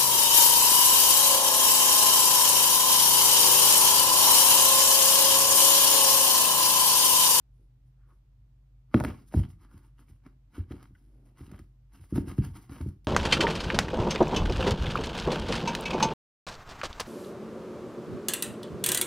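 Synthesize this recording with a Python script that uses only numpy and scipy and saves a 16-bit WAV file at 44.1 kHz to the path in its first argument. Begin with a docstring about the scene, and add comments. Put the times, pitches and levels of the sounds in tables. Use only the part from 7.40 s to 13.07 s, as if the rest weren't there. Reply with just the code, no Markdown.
"""A quiet room, close to a cardboard box in which a cat swipes at a toy through a small hole.
Impacts excite the damped modes of the walls: soft paws make them boom, hard claws and toy make them tick.
Stick-slip friction rasps and hisses as the leg drags over the rim, and the plush toy swishes on the card.
A short reverberation follows, and an appliance hums faintly behind it all."""
import sys
import numpy as np
from scipy import signal
from scipy.fft import rfft, irfft
from scipy.io import wavfile
from scipy.ndimage import uniform_filter1d

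SR = 44100
rng = np.random.default_rng(int(sys.argv[2]) if len(sys.argv) > 2 else 0)


def wrap_up_sound(samples):
    """Save the sound to the file named by the first command line argument, as 16-bit audio."""
    columns = np.atleast_2d(samples).T
    # keep every value between -1 and 1, then stretch to whole-number steps
    tamed = np.clip(columns, -1, 1)
    steps = np.round(tamed * 32767).astype(np.int16)
    wavfile.write(sys.argv[1], SR, steps)


N = 250047
T = np.arange(N) / SR
FREQ = np.arange(N // 2 + 1) * SR / N

# Normal modes of the box. Each row: frequency in Hz, relative level in dB.
BOX_MODES = [(68, -27.5), (89, -3.5), (124, -4.5), (142, -1.5), (165, -2), (197, 5), (238, 5), (268, 6.5),
             (298, 3), (338, -2.5), (410, 1.5), (515, -6), (630, 2), (760, 0), (920, 2), (1110, -2.5),
             (1250, 2), (1410, 2.5), (1640, 1.5), (2040, 3.5), (2250, -13), (2750, -1), (3150, -1),
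             (3900, -2), (4700, -16)]
MODE_HZ, MODE_DB = np.transpose(BOX_MODES)
# Strokes of the leg over the rim. Each row: time of full speed in seconds, hold in seconds,
# rasp level in dB, hiss level in dB.
RIM_STROKES = [(0.14, 0.12, -101, -91), (0.47, .02, -93, -91), (0.685, 0.073, -96, -87.5),
               (1.56, 0.023, -49, -63.5), (1.67, 0.021, -48.5, -74), (1.748, 0.074, -66, -76.5),
               (1.881, 0.0045, -79, -70), (1.941, 0.061, -56.5, -61.5), (2.031, 0.0095, -58.5, -71),
               (2.103, 0.003, -73, -71), (2.216, 0.028, -66.5, -78), (2.313, 0.081, -69.5, -77.5),
               (2.438, 0.03, -76, -79), (2.596, .015, -68.5, -76.5), (2.694, 0.0034, -69, -74),
               (2.73, 0.035, -80.5, -86), (2.858, 0.0021, -65, -84), (3.153, 0.036, -59, -70.5),
               (3.313, 0.0086, -58, -71.5), (3.357, 0.088, -65, -79.5), (3.553, 0.28, -82.5, -85),
               (3.861, .03, -79, -81), (3.986, 0.082, -63, -71.5), (4.093, 0.11, -65, -80),
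               (4.547, 0.01, -63.5, -70.5), (4.613, 0.045, -71, -74), (4.712, 0.0052, -67, -68.5),
               (4.761, 0.011, -48.5, -58), (4.888, 0.011, -51, -58.5), (4.982, 0.003, -59.5, -64),
               (5.044, 0.0047, -50, -58), (5.1, 0.0091, -68, -73), (5.158, 0.01, -55.5, -62.5),
               (5.215, 0.03, -70.5, -70), (5.308, 0.12, -56.5, -66.5), (5.468, 0.016, -65, -72.5)]


def paw_thumps(sway_hz=135, pad_hz=440, leak_hz=46):
    """Impact excitation: a long, padded contact drives only the low modes; a push at mid-wall sways it."""
    # Each row: time in seconds, peak level in dB, contact in milliseconds, sway of the wall in dB.
    blows = [(1.544, -6.5, 2.63, 1.5), (1.553, -9, 2.03, -17), (1.576, -25.5, 3.1, -15.5),
             (1.607, -20.5, 4.9, -3.5), (1.649, -20.5, 1.2, 6), (1.68, -25, 1.73, 13),
             (1.944, -17, 2.6, 4.5), (1.961, -17, 7.9, 14), (1.972, -14, 5.26, -0.5),
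             (1.992, -16, 11.1, 23.5), (2.034, -35, 9.1, -7), (2.342, -41.5, 4.6, 11.5),
             (2.699, -46, 5.3, 8.5), (2.862, -39.5, 1.8, -18.5), (3.179, -23.5, 2.46, 18),
             (3.306, -30.5, 0.96, 6.5), (3.337, -34, 0.23, 1.5), (3.506, -48.5, 3, 15.5),
             (4.007, -37, 4.5, 3.5), (4.077, -40.5, 3.3, 5), (4.122, -34, 4.55, 2), (4.196, -39, 3.36, 7.5),
             (4.596, -39.5, 3.3, 23.5), (4.723, -19.5, 2.15, 11), (4.756, -20.5, 0.75, 12.5),
             (4.779, -14, 1.86, 1), (4.84, -29.5, 3.8, -18), (4.873, -29, 4.9, 0.5), (4.921, -31, 5.1, -18),
             (4.986, -13.5, 7.16, -19), (5.047, -33.5, 5.1, 32), (5.102, -35, 7.7, 29), (5.152, -41, 4, 3),
             (5.295, -35, 4.2, 9.5), (5.317, -35, 1.9, -28), (5.405, -26, 4, 11), (5.418, -34.5, 6.8, -9),
             (5.462, -26, 6.6, -4)]
    out = np.zeros(N)
    # the deepest pressure leaks through the hole
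    pad = signal.butter(4, [leak_hz, pad_hz], "band", fs=SR, output="sos")
    sway = 1 / (1 + (MODE_HZ / sway_hz) ** 4)
    for at, db, contact_ms, sway_db in blows:
        spot_db = 2 * rng.standard_normal(len(MODE_HZ))  # each spot struck favours other modes
        weights = undb(sway_db * sway + spot_db) * contact_spectrum(contact_ms)
        boom = box_ring(weights, dispersion=0.042)
        add(out, at - contact_ms / 2000, signal.sosfilt(pad, boom), db)
    return out


def claw_taps(stiff_hz=500, crack_hz=2600, crumple_db=-25, crunch_db=-20):
    """Impact excitation: brief, hard contacts ring the upper modes; flutes crumple, the paper cracks."""
    # Claws, toy and card edges. Each row: start in seconds, level in dB, contact in milliseconds,
    # crack relative to the knock in dB.
    taps = [(1.5425, -11, 0.31, -24.5), (1.6007, -21.5, 0.38, -9.5), (1.6075, -18, 1, -45),
            (1.6385, -21.5, 0.77, -10), (1.6482, -18.5, 0.26, -13.5), (1.6865, -42, .23, 10),
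            (1.706, -37.5, .15, -26), (1.926, -40, 0.98, -18), (1.9404, -22.5, 1, -34),
            (2.378, -51.5, 0.19, 4), (2.864, -43.5, 0.39, -12.5), (3.321, -37, 0.13, -9),
            (3.428, -44, .38, 3), (4.115, -41, 0.34, -1.5), (4.143, -42, 0.32, -20), (4.16, -47.5, .2, 2.5),
            (4.191, -44, 0.14, 1), (4.64, -48, 0.36, -8), (4.7585, -29, 0.59, -8),
            (4.779, -28.5, 0.95, -22), (4.914, -36, 0.34, -5), (4.982, -36, 0.82, -9),
            (5.045, -45, 0.17, 6), (5.168, -46, 0.21, 15), (5.364, -38, 0.56, -20),
            (5.412, -36, 0.24, -4.5), (5.488, -44.5, 0.25, 0.5), (5.646, -51.5, 0.11, 11.5)]
    out, t = np.zeros(N), T[:SR // 3]
    skin = signal.butter(1, crack_hz, "high", fs=SR)
    upper_modes = 1 / (1 + (stiff_hz / MODE_HZ) ** 6)
    for at, db, contact_ms, crack_db in taps:
        weights = contact_spectrum(contact_ms) * upper_modes * undb(rng.standard_normal(len(MODE_HZ)))
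        knock = box_ring(weights, dispersion=0.012, t60_s=0.085)
        burst = rng.standard_normal(len(t)) * fade(t, t60=0.024)
        crumple = rng.standard_normal(len(t)) * fade(t, t60=0.0099)
        knock = knock + undb(crumple_db) * signal.fftconvolve(knock, crumple)[:len(t)]
        crunch = rng.laplace(size=len(t)) * fade(t, t60=0.34)  # bent fibres crackle on
        crack = signal.lfilter(*skin, burst + undb(crunch_db) * crunch)
        add(out, at, knock / np.abs(knock).max() + undb(crack_db) * crack / np.abs(crack).max(), db)
    return out


def contact_spectrum(contact_ms):
    """A force pulse is a low-pass: it barely drives modes whose period is shorter than the contact."""
    cycles = MODE_HZ * contact_ms / 1000
    return 1 / (1 + cycles ** 4)


def box_ring(weights, dispersion, swell_cycles=0.3, t60_s=0.125):
    """Modal superposition: card damps high modes fastest; dispersive bending waves delay the low ones."""
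    hz, db = MODE_HZ[:, None], MODE_DB[:, None]
    delay_s = dispersion * (hz ** -0.5 - hz.max() ** -0.5)
    t = np.maximum(T[:SR // 3] - delay_s, 0)
    build_up = 1 - np.exp(-t * hz / swell_cycles)
    t60 = t60_s * (hz / hz[1]) ** -0.72  # t60_s holds for the second mode
    modes = undb(db) * build_up * fade(t, t60) * np.sin(2 * np.pi * hz * t)
    return np.sum(weights[:, None] * modes, axis=0)


def rim_scrapes(boom_db=7, panel_db=7, panel_q=11):
    """Friction drives resonance: the leg drags over the rim, the card rasps and the walls grumble."""
    # Spectrum of the rasping card. Each row: frequency in Hz, relative level in dB.
    rasp_spectrum = [(250, 1), (600, -9.5), (900, 0.5), (1300, -2), (1750, -4.5), (2100, -8), (2600, -11),
                     (2950, -10), (3500, -17.5), (6000, -19), (12000, -55.5)]
    _, _, rasp_db, _ = np.transpose(RIM_STROKES)
    level = stroke_envelope(rasp_db)
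    grit = colour(slips(grain_db=3.8, jerk_db=2, jerk_rate=180), rasp_spectrum)
    # as the contact moves, now one panel mode rings, now another
    panel = sum(resonate(grit, hz, panel_q) * undb(4 * wander(30)) for hz in MODE_HZ[MODE_HZ > 700])
    rasp = grit + undb(panel_db) * panel
    rasp = rasp / band_rms(rasp, 900, 3500)
    wall = box_ring(1 / (1 + (MODE_HZ / 330) ** 6), dispersion=0.03)
    boom = signal.fftconvolve(rng.standard_normal(N) * level, wall / np.linalg.norm(wall))[:N]
    return rasp * level + undb(boom_db) * boom


def fur_hiss():
    """Friction noise: fur hisses against the rim at each stroke, slightly wide in stereo."""
    # Spectrum of the sliding fur. Each row: frequency in Hz, relative level in dB.
    hiss_spectrum = [(1500, -11), (3000, -3), (4400, -2.5), (5200, 1), (6800, -0.5), (8500, 2),
                     (10800, 4.5), (12200, 3), (13000, 1.5), (15500, 0)]
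    _, _, _, hiss_db = np.transpose(RIM_STROKES)
    friction = [slips(grain_db=1.5, jerk_db=1.45, jerk_rate=170) for _ in range(2)]
    hairs = np.array([colour(x, hiss_spectrum) for x in friction])
    hairs = hairs / band_rms(hairs[0], 8500, 12000)
    return spread(hairs, wide_hz=1000, width=0.1) * stroke_envelope(hiss_db)


def slips(grain_db, jerk_db, jerk_rate):
    """Stick-slip friction: dense, tiny impulses of uneven size that come in jerks."""
    sizes = undb(grain_db * np.minimum(rng.exponential(size=N), 6))
    catches = rng.random(N) < 0.12
    return rng.choice([-1, 1], N) * catches * sizes * undb(jerk_db * wander(jerk_rate))


def stroke_envelope(levels_db, swell_db_per_s=599, sag_db_per_s=27, release_db_per_s=340):
    """Exponential growth and decay: each stroke swells, sags and dies away; the strongest prevails."""
    out = np.zeros(N)
    for (at, hold_s, _, _), db in zip(RIM_STROKES, levels_db):
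        since = T - at
        swell = swell_db_per_s * np.minimum(since, 0)
        sag = sag_db_per_s * np.clip(since, 0, hold_s)
        release = release_db_per_s * np.maximum(since - hold_s, 0)
        out = np.maximum(out, undb(db + np.maximum(swell - sag - release, -120)))
    return out


def toy(rod_at_s=3.548, rod_db=-55, rod_q=10, slide_q=2):
    """Band-limited friction noise: plush swishes along the card, and one graze rings the toy's rod."""
    # Each row: midpoint in seconds, half length in seconds, centre frequency in Hz, level in dB.
    slides = [(0.211, 0.038, 270, -69.5), (0.638, 0.054, 1360, -80.5), (0.711, 0.03, 1130, -70),
              (0.71, 0.042, 313, -72.5), (2.338, 0.12, 1200, -75.5), (3.802, 0.19, 255.3, -67),
              (3.835, 0.15, 610, -79)]
    # Resonances of the thin rod. Each row: frequency in Hz, relative level in dB.
    rod_modes = [(1460, 0.5), (1950, -6.5), (3000, -15.5)]
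    out, t = np.zeros(N), T[:SR // 3]
    for at, half_s, hz, db in slides:
        swish = resonate(resonate(rng.standard_normal(N), hz, slide_q), hz, slide_q)
        out += unit(swish) * undb(db) * np.exp(-((T - at) / half_s) ** 2)
    graze = rng.standard_normal(len(t)) * fade(t, t60=0.03) * np.minimum(t / 0.008, 1)
    rod = sum(undb(db) * resonate(resonate(graze, hz, rod_q), hz, rod_q) for hz, db in rod_modes)
    add(out, rod_at_s, rod, rod_db)
    return out


def reverberation(x, first_echo_s=0.015):
    """Diffuse reflections in a small room decay exponentially, the treble absorbed soonest."""
    # Each row: frequency in Hz, reverberation time in seconds.
    decay_times = [(90, .7), (180, 0.43), (350, 0.33), (1200, 0.26), (4000, 0.15), (12000, 0.14)]
    # Each row: frequency in Hz, gain of the tail in dB.
    tail_spectrum = [(80, -22.0), (250, -13.0), (600, -13.5), (2500, -17), (10000, -21.5)]
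    hz, t60s = np.transpose(decay_times)
    noise = rfft(rng.standard_normal((2, N)))
    tail = 0
    for share, t60 in zip(np.eye(len(hz)), t60s):
        band = irfft(noise * np.interp(np.log(FREQ + 1), np.log(hz), share), N)
        envelope = fade(T, t60) * np.clip(T / first_echo_s - 1, 0, 1)
        tail = tail + band * envelope / np.linalg.norm(envelope)
    response = spread(colour(tail, tail_spectrum), wide_hz=420, width=0.95)[:, :SR]
    return signal.fftconvolve(x[None], response, axes=1)[:, :N]


def appliance_hum():
    """Random modulation: two low tones waver in amplitude and phase."""
    # Each row: frequency in Hz, rms level in dB, depth of waver from 0 to 1.
    tones = [(48.7, -57.5, .06), (126, -67.5, .35)]
    hum = np.zeros(N)
    for hz, db, waver in tones:
        modulation = 1 + waver * (wander(13.0) + 1j * wander(3.2))
        hum += np.sqrt(2) * undb(db) * np.real(modulation * np.exp(2j * np.pi * hz * T))
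    return hum


def room_air(level_db=-77.5):
    """Ambient noise: the still room is a faint diffuse field, strongest in the bass."""
    # Each row: frequency in Hz, relative spectral density in dB.
    air_spectrum = [(25, -12.5), (45, -4), (62, -12.5), (80, -19.5), (105, -11.5), (135, -9.5), (160, -28),
                    (290, -32.5), (380, -41), (1090, -48.5), (1500, -52), (3000, -55.5), (11000, -66),
                    (16000, -63)]
    air = colour(rng.standard_normal((2, N)), air_spectrum)
    air = air / band_rms(air[0], 150, 16000)
    return undb(level_db) * spread(air, wide_hz=344, width=0.98)


def spread(pair, wide_hz, width):
    """Stereo coherence: two unrelated sounds as mid and side, with the bass alike in both channels."""
    side = width * irfft(rfft(pair[1]) * FREQ ** 2 / np.hypot(FREQ ** 2, wide_hz ** 2), N)
    return np.array([pair[0] + side, pair[0] - side])


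def resonate(x, hz, q):
    """A second-order resonance, gain 1 at its centre."""
    return signal.lfilter(*signal.iirpeak(hz, q, fs=SR), x)


def colour(x, points):
    """Spectral shaping by a curve through points of frequency in Hz and gain in dB."""
    hz, db = np.transpose(points)
    return irfft(rfft(x) * undb(np.interp(np.log(FREQ + 1), np.log(hz), db)), N)


def wander(rate):
    """Low-pass noise of rms 1: random levels, each held 1 / rate seconds, smoothed twice."""
    hold = int(SR / rate)
    steps = np.repeat(rng.standard_normal(N // hold + 1), hold)
    return unit(uniform_filter1d(uniform_filter1d(steps, hold), hold)[:N])


def fade(t, t60):
    """Exponential decay, 60 dB down after t60 seconds."""
    return np.exp(-np.log(1000) * t / t60)


def add(track, at, sound, db):
    """Superposition: lay a sound into the track with its peak at db."""
    start = int(at * SR)
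    part = sound[:N - start]
    track[start:start + len(part)] += part * undb(db) / np.abs(sound).max()


def band_rms(x, lo, hi):
    """Rms between two frequencies, from the energy in the spectrum."""
    return np.sqrt(2 * np.sum(np.abs(rfft(x)[(FREQ > lo) & (FREQ < hi)]) ** 2)) / N


def unit(x):
    """Scale to rms 1."""
    return x / np.sqrt(np.mean(x ** 2))


def undb(db):
    """Decibels to amplitude ratio."""
    return 10 ** (np.asarray(db) / 20)


def scene():
    """Superposition of the box's direct sound, its reverberation and the background."""
    box = paw_thumps() + claw_taps() + rim_scrapes() + toy() + fur_hiss()
    return box + reverberation(box.mean(axis=0)) + appliance_hum() + room_air()


def record(dry, low_hz=42, top_hz=15500):
    """Phase shift and band limiting: the channels part in phase in the treble; deep bass and top are cut."""
    # Each row: frequency in Hz, phase lag of the right channel in half turns.
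    phase_lag = [(0, 0), (400, .02), (900, -.16), (1200, 0), (2000, 0), (2400, .13), (3000, .03),
                 (4200, .25), (5300, 0), (6700, 1), (8100, 1), (9700, 2), (11300, 2), (12500, 3),
                 (14600, 3), (15800, 4)]
    hz, half_turns = np.transpose(phase_lag)
    right = irfft(rfft(dry[1]) * np.exp(-1j * np.pi * np.interp(FREQ, hz, half_turns)), N)
    bass_cut = signal.butter(6, low_hz, "high", fs=SR, output="sos")
    top_cut = signal.ellip(10, 0.2, 80, top_hz, fs=SR, output="sos")
    return signal.sosfilt(top_cut, signal.sosfilt(bass_cut, np.array([dry[0], right])))


dry = scene()
out = record(dry)
wrap_up_sound(out)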